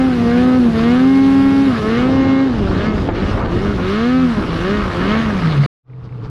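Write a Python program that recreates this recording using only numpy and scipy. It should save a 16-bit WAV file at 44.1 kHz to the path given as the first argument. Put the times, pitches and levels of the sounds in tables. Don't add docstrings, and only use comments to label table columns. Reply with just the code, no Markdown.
import sys
import numpy as np
from scipy import signal
from scipy.fft import rfft, irfft, next_fast_len
from scipy.io import wavfile
from scipy.ndimage import uniform_filter1d, minimum_filter1d, map_coordinates

SR = 44100
rng = np.random.default_rng(int(sys.argv[2]) if len(sys.argv) > 2 else 0)


def put_to_file(sound):
    columns = np.atleast_2d(sound).T
    safe = np.clip(columns, -1, 1)
    whole_steps = np.round(safe * 32767)
    wavfile.write(sys.argv[1], SR, whole_steps.astype(np.int16))


N = 277823
T = np.arange(N) / SR


def amp(db):
    return 10 ** (np.asarray(db) / 20)


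def unit(x):
    return x / np.sqrt(np.mean(x ** 2) + 1e-20)


def curves(rows):
    time_s, *columns = np.transpose(rows)
    return [np.interp(T, time_s, column) for column in columns]


def wobble(rate):
    knots = rng.standard_normal(int(N * rate / SR) + 4)
    coarse_s = T[::16]
    return np.interp(T, coarse_s, map_coordinates(knots, [coarse_s * rate]))


def bump(centre_s, half_length_s):
    return np.exp(-((T - centre_s) / half_length_s) ** 2)


def glide(start_s, end_s, skew):
    progress = np.clip((T - start_s) / (end_s - start_s), 0, 1)
    return np.sin(np.pi / 2 * progress ** skew) ** 2


def filtered(x, response):
    size = next_fast_len(N + SR // 2)
    hz = np.fft.rfftfreq(size, 1 / SR)
    return irfft(rfft(x, size) * response(hz), size)[:N]


def coloured(x, spectrum):
    pitch_hz, level_db = np.transpose(spectrum)

    def response(hz):
        return amp(np.interp(np.log(hz + 1), np.log(pitch_hz), level_db, left=-80, right=-100))
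    return unit(filtered(x, response))


def noise(patchy_db):
    grains = signal.stft(rng.standard_normal(N), nperseg=512)[2]
    patches = uniform_filter1d(rng.standard_normal(grains.shape), size=9, axis=0)
    patches = unit(uniform_filter1d(patches, size=7, axis=1))
    return signal.istft(grains * amp(patchy_db * patches), nperseg=512)[1][:N]


def turning(hz):
    return 2 * np.pi * np.cumsum(hz) / SR


def tone(phase):
    return np.sqrt(2) * np.cos(phase + rng.uniform(0, 2 * np.pi))


def per_firing(phase):
    return map_coordinates(rng.standard_normal(N // 64), [phase / (2 * np.pi)])


def swells(rows, spectrum):
    envelope = sum(amp(level_db) * bump(centre_s, half_length_s) for centre_s, half_length_s, level_db in rows)
    return envelope * coloured(rng.standard_normal(N), spectrum)


def knocks(rows, spectrum, t60):
    envelope = sum(amp(level_db - 60 * np.abs(T - start_s) / t60) * (T >= start_s)
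                   for start_s, level_db in rows)
    hits = envelope * rng.standard_normal(N)
    return np.std(hits) * coloured(hits, spectrum)


THROTTLE_S, THUMB_LEAD_S = 0.069, 0.013


def eased(x):
    return uniform_filter1d(x, size=max(1, int(THROTTLE_S * SR)))


FULL_HZ, LOAD_SPAN_HZ = 275.2, 31.7


def headroom(firing_hz):
    return np.clip((FULL_HZ - firing_hz) / LOAD_SPAN_HZ, 0, 1)


# start_s, low_hz and top_hz (firings per second), rise_s and hold_s, in the order
# start_s, low_hz, rise_s, top_hz, hold_s, then boom_db (added to the pipe's level), octave_db,
# octave_loss_db (at full revs), third_db, rasp_open_db, rasp_run_down_db, added_roughness (0-1)
THROTTLE_BURSTS = [(-.2, 239, 0.22, 260.6, 0.041, 0, -21, 7.5, -27.5, -29.5, -31, 0.03),
                   (.246, 233.3, 0.27, 254, 0.055, 1.5, -21, 8, -29.5, -30.5, -34, 0.04),
                   (.755, 223.7, 0.41, 269.7, 0.49, 1.5, -22.5, 15.5, -31, -29, -27, 0.02),
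                   (1.824, 212.9, 0.34, 266.5, 0.28, -2.5, -22, 6.5, -34.5, -29, -33.5, .03),
                   (2.717, 185.7, 0.2, 217.1, 0, -5.5, -28.5, 0, -36, -31, -33.5, .08),
                   (3.13, 169.1, 0.19, 208.6, 0.0036, -11, -31, 0, -41, -33.5, -32.5, 0.22),
                   (3.488, 168.3, .213, 204, .033, -1, -24.5, 0, -40, -34.5, -33.5, .08),
                   (3.8, 177.9, 0.4, 258.8, 0.018, -1, -24, 12, -34.5, -30, -30.5, 0),
                   (4.57, 163.6, 0.21, 210.2, 0.004, -1.5, -22.5, 0, -30, -29.5, -26.5, 0.01),
                   (4.972, 173.5, 0.23, 225, 0.021, -0.5, -27, 0, -31.5, -27.5, -27.5, 0.01)]
COAST_S, COAST_HZ = 5.615, 142.2
CREEP_HZ_PER_S = 9
RISE_SKEW, FALL_SKEW = .865, .766
LOAD_BUILD_S = 0.11


def drive():
    firing_hz = np.full(N, float(THROTTLE_BURSTS[0][1]))
    is_open, grip = np.zeros(N), np.zeros(N)
    troughs = [row[:2] for row in THROTTLE_BURSTS[1:]] + [(COAST_S, COAST_HZ)]
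    for burst, (next_s, next_hz) in zip(THROTTLE_BURSTS, troughs):
        start_s, low_hz, rise_s, top_hz, hold_s = burst[:5]
        shut_s = start_s + rise_s + hold_s
        firing_hz += (top_hz - low_hz) * glide(start_s, start_s + rise_s, RISE_SKEW)
        firing_hz += CREEP_HZ_PER_S * np.clip(T - start_s - rise_s, 0, hold_s)
        firing_hz += (next_hz - firing_hz) * glide(shut_s, next_s, FALL_SKEW)
        is_open += (T >= start_s - THUMB_LEAD_S) & (T < shut_s)
        grip += np.clip((T - start_s) / LOAD_BUILD_S, 0, 1) * (T < shut_s)
    return firing_hz, eased(is_open), eased(grip) * headroom(firing_hz)


def burst_levels():
    start_s, _, _, _, _, *levels = np.transpose(THROTTLE_BURSTS)
    current = np.searchsorted(start_s[1:], T)
    return [eased(level[current]) for level in levels]


WAVER_DB = 5


def exhaust(phase, rough, first_db, second_db, third_db):
    boom = amp(first_db) * (tone(phase) + amp(-24) * tone(phase / 2) + amp(-19) * tone(1.5 * phase))
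    orders = [boom, amp(second_db) * tone(2 * phase), amp(third_db) * tone(3 * phase)]
    wavering = sum(order * amp(WAVER_DB * rough * wobble(25)) for order in orders)
    return wavering * amp(2.0 * rough * per_firing(phase))


# pitch_hz, half_width_hz, gain_db
HOOD_WHINES = [(1075, 20, 3), (1630, 35, 3.5), (2184, 70, 5), (2840, 60, 5)]


def overtones(phase, half_order_db, shimmer_db):
    orders = [k for k in range(5, 64) if k != 6]
    buzz = sum(amp(half_order_db * (k % 2) + shimmer_db * wobble(6)) * tone(k * phase / 2) for k in orders)
    # (delay_s, gain)
    echoes = [(.00277, .35)] + [(rng.uniform(.004, .014), .2) for _ in range(6)]

    def hood(hz):
        comb = 1 + sum(gain * np.exp(-2j * np.pi * hz * delay_s) for delay_s, gain in echoes)
        whine_db = sum(gain_db / (1 + ((hz - pitch_hz) / half_width_hz) ** 2)
                       for pitch_hz, half_width_hz, gain_db in HOOD_WHINES)
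        return comb * amp(whine_db)
    return filtered(buzz, hood)


HALF_ORDER_DB, HALF_ORDER_ROUGH_DB = -5.5, 3


def firings(phase, rough, buzz_spectrum, puff_spectrum):
    buzz = overtones(phase, half_order_db=HALF_ORDER_DB + HALF_ORDER_ROUGH_DB * rough, shimmer_db=1.5)
    puffs = noise(patchy_db=3.46) * amp(3.2 * np.cos(phase) + 1.7 * np.cos(phase / 2))
    return np.sqrt(1 - rough) * coloured(buzz, buzz_spectrum) + np.sqrt(rough) * coloured(puffs, puff_spectrum)


# (relative, per Hz)
HOOD_COLOUR = [(250, -15.5), (450, 12), (600, -2), (820, -7), (920, -2.5), (1080, -0.5), (1250, 9.5),
               (1450, -5), (1700, -11), (2500, -31.5), (5000, -47)]
RASP_COLOUR = [(300, -23.5), (550, -0.5), (720, -2.5), (880, -3.5), (1200, 3), (1500, -3.5), (2000, -13),
               (3300, -30), (6000, -49)]
INTAKE_COLOUR = [(1200, -27.5), (1550, 4.5), (1800, 2), (2000, 0), (2200, -2), (2450, -5), (2900, -5.5),
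                 (3400, -8), (4200, -11), (5500, -21.5), (8000, -32.5)]


def rasp(phase, rough, rasp_db, snarl_db):
    uneven = amp(2.4 * rough * per_firing(phase))
    body = unit(firings(phase, rough, HOOD_COLOUR, RASP_COLOUR) * uneven)
    snarl = unit(firings(phase, rough, INTAKE_COLOUR, INTAKE_COLOUR) * uneven)
    return amp(rasp_db) * body + amp(snarl_db) * snarl


# firing_hz (firings per second), level_db (before the burst's boom_db and the cuts)
PIPE_BOOM = [(142, -15), (156, -14), (174, -23), (200, -18.5), (230, -14.5), (255, -12), (269, -10),
             (274, -13)]
# firing_hz (firings per second), roughness (0-1, before additions)
REV_ROUGHNESS = [(165, .5), (220, .2), (270, .11)]
SHUT_ROUGHNESS = .3
FLUTTER, FLUTTER_PER_S = .035, 70
BOG_DB, BOG_S, BOG_LEAD_S = 3, 0.068, .01
BOOM_SHUT_DB, OCTAVE_SHUT_DB, THIRD_SHUT_DB = 1, 9, 6
RASP_LOAD_DB = 3
SNARL_DB, SNARL_OPEN_DB, SNARL_LOAD_DB = -5, 0.5, 2.5


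def engine(firing_hz, throttle, load):
    boom_db, octave_db, octave_loss_db, third_db, open_db, run_down_db, added_rough = burst_levels()
    shut = 1 - throttle
    rough = np.interp(firing_hz, *np.transpose(REV_ROUGHNESS)) + SHUT_ROUGHNESS * shut + added_rough
    rough = np.clip(rough, 0, .8)
    phase = turning(firing_hz * (1 + FLUTTER * rough ** 2 * wobble(FLUTTER_PER_S)))
    bog = sum(bump(start_s - BOG_LEAD_S, BOG_S) for start_s, *_ in THROTTLE_BURSTS)
    pipe_db = np.interp(firing_hz, *np.transpose(PIPE_BOOM))
    first_db = boom_db + pipe_db - BOG_DB * bog - BOOM_SHUT_DB * shut
    second_db = octave_db - OCTAVE_SHUT_DB * shut - octave_loss_db * throttle * (1 - headroom(firing_hz))
    rasp_db = open_db * throttle + run_down_db * shut + RASP_LOAD_DB * load
    snarl_db = rasp_db + SNARL_DB + SNARL_OPEN_DB * throttle + SNARL_LOAD_DB * load
    pipe = exhaust(phase, rough, first_db, second_db, third_db - THIRD_SHUT_DB * shut)
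    return pipe + rasp(phase, rough, rasp_db, snarl_db)


# time_s, lug_hz (lugs per second, before flutter), level_db (of the main tone, before waver)
TRACK_HUM = [(0, 171.8, -30), (.45, 179.5, -26), (.78, 155.1, -25), (1.17, 192, -27.5), (1.4, 195.5, -21),
             (1.68, 210.7, -25.5), (1.85, 195.2, -35), (2.6, 165, -45.5), (3.9, 150.5, -39.5),
             (4.25, 169.5, -22), (4.5, 149.9, -44.5), (5.3, 158, -29)]


def track():
    lug_hz, hum_db = curves(TRACK_HUM)
    phase = turning(lug_hz * (1 + 0.0089 * wobble(25)))
    hum = tone(phase) + amp(-8.5) * tone(phase / 2)
    return amp(hum_db + 2.7 * wobble(17)) * hum


# time_s, buffet_db, churn_db (both before their trims)
WIND_AND_CHURN = [(0, -29.5, -29.5), (.54, -28, -24.5), (1.05, -34, -29.5), (1.7, -32.5, -28.5),
                  (1.82, -25.5, -28.5), (1.9, -31, -26.5), (2.26, -24, -21.5), (2.38, -39.5, -28.5),
                  (2.6, -20, -24), (2.85, -22, -24), (3.3, -19, -24.5), (3.78, -22.5, -26.5),
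                  (3.92, -28.5, -32), (4.31, -34, -40), (4.39, -23, -24.5), (4.65, -25.5, -28.5),
                  (5.05, -24.5, -25), (5.6, -24.5, -30)]
BUFFET_TRIM_DB, CHURN_TRIM_DB = -0.5, 4
# (relative, per Hz)
BUFFET_COLOUR = [(15, -14.5), (30, 1), (60, 2.5), (100, 3), (160, -17.5), (300, -29), (800, -58.5)]
CHURN_COLOUR = [(50, -16), (110, 3.5), (180, 4.5), (300, 3), (480, -4.5), (620, -10), (900, -11.5),
                (2000, -28)]


def wind_and_churn():
    buffet_db, churn_db = curves(WIND_AND_CHURN)
    buffet = unit(coloured(noise(patchy_db=.5), BUFFET_COLOUR) * amp(wobble(25)))
    churn = unit(coloured(noise(patchy_db=1.2), CHURN_COLOUR) * amp(wobble(60)))
    return amp(buffet_db + BUFFET_TRIM_DB) * buffet + amp(churn_db + CHURN_TRIM_DB) * churn


# time_s, level_db (before the trim and dips)
POWDER_HISS = [(0, -56), (.85, -54.5), (1.1, -55), (1.65, -54.5), (2.05, -58), (2.3, -66.5), (3.25, -61.5),
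               (3.65, -59), (4.4, -58.5), (5.3, -58), (5.6, -58.5)]
FIZZ_TRIM_DB = -1.5
# centre_s, half_length_s, depth_db
BRIEF_DIPS = [(2.91, 0.025, 6), (3.115, 0.024, 21), (3.45, 0.056, 10)]
# (relative, per Hz)
SPRAY_COLOUR = [(1200, -29), (2600, -3.5), (3800, -7), (5000, -10.5), (6300, -19), (8000, -29),
                (11000, -42)]
FIZZ_COLOUR = [(5000, -14), (8000, 0.5), (10500, 2.5), (13000, -9), (15500, -22)]
SPRAY_DB, SPRAY_LOAD_DB, SPRAY_FOLLOWS = -39.5, -0.5, 0.21


def spraying(load):
    powder_db, = curves(POWDER_HISS)
    spray_db = SPRAY_DB + SPRAY_LOAD_DB * load + SPRAY_FOLLOWS * (powder_db - powder_db.mean())
    dip_db = sum(depth_db * bump(centre_s, half_length_s) for centre_s, half_length_s, depth_db in BRIEF_DIPS)
    spray = unit(coloured(noise(patchy_db=2.0), SPRAY_COLOUR) * amp(1.1 * wobble(300)))
    fizz = coloured(noise(patchy_db=1.0), FIZZ_COLOUR)
    hiss = amp(spray_db) * spray + amp(powder_db + FIZZ_TRIM_DB) * fizz
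    return hiss * amp(.8 * wobble(20) - dip_db)


# centre_s, half_length_s, level_db (rms at the crest)
POWDER_WAVES = [(1.73, 0.06, -37), (2.85, 0.039, -32), (3.41, 0.09, -25.5), (5.12, 0.098, -30)]


def powder_waves():
    return swells(POWDER_WAVES, [(250, -3.5), (500, 0.5), (850, -1.0), (1500, -8), (3000, -31.5)])


# start_s, level_db (of the strike before colouring)
SNOW_CLODS = [(2.712, -22), (3.088, -13), (3.376, -17), (3.785, -22)]


def clods():
    return knocks(SNOW_CLODS, [(80, -6), (400, 0), (900, -4), (1500, -10), (4000, -32)], t60=.06)


# time_s, firing_hz (firings per second, before flutter), tone_db (before waver), rattle_db
SLOW_RUNNING = [(5.86, 126, -39, -44), (5.95, 126.7, -35.5, -40.5), (6.04, 121.8, -34, -32.5),
                (6.09, 122.5, -30.5, -35), (6.15, 122.7, -28, -32), (6.21, 115, -29, -32),
                (6.25, 128.2, -38, -26.5), (6.3, 126, -21, -31)]
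# (relative, per Hz)
RATTLE_COLOUR = [(30, -8), (80, -11.5), (130, 0), (220, -16), (310, -13), (370, -25), (450, -12),
                 (560, -26.5), (900, -27.5), (1200, -25), (1700, -36.5), (4800, -49.5), (6200, -60),
                 (8000, -66), (14000, -80)]


def slow_engine():
    firing_hz, tone_db, rattle_db = curves(SLOW_RUNNING)
    phase = turning(firing_hz * (1 + .012 * wobble(50)))
    hum = amp(tone_db + 0.71 * per_firing(phase)) * tone(phase)
    pulsing = coloured(rng.standard_normal(N), RATTLE_COLOUR) * amp(2 * np.cos(phase))
    return hum + amp(rattle_db) * unit(pulsing)


# start_s, level_db (before colouring and trim)
LIGHT_TICKS = [(5.899, -45), (5.9334, -40), (6.0277, -40), (6.0916, -38), (6.125, -38)]


def ticks():
    return amp(-6.5) * knocks(LIGHT_TICKS, [(1200, -13), (1900, -2), (2400, 5), (3200, -25)], t60=0.017)


# centre_s, half_length_s, level_db (rms at the crest, before the fade-in)
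POWDER_PUFFS = [(6.053, 0.015, -58), (6.252, .02, -52.5)]


def powder_puffs():
    return swells(POWDER_PUFFS, [(2000, -6), (4800, 4), (6500, -14), (8000, -25)])


CUT_S, RETURN_S = 5.663, 5.83


def scene():
    firing_hz, throttle, load = drive()
    snow = wind_and_churn() + spraying(load) + powder_waves() + clods()
    ride = engine(firing_hz, throttle, load) + track() + snow
    crawl = slow_engine() + ticks() + powder_puffs()
    cut = np.clip((CUT_S - T) / .001, 0, 1)
    fade = np.clip((T - RETURN_S) / 0.072, 0, 1) ** 2
    return (ride * cut + crawl * fade)[None]


TOP_HZ = 15500


def record(dry):
    needed = np.minimum(1, .69 / (np.abs(dry[0]) + 1e-9))
    gain = uniform_filter1d(minimum_filter1d(needed, size=900), size=900)
    return filtered(dry[0] * gain, lambda hz: hz < TOP_HZ)[None]


dry = scene()
out = record(dry)
put_to_file(out)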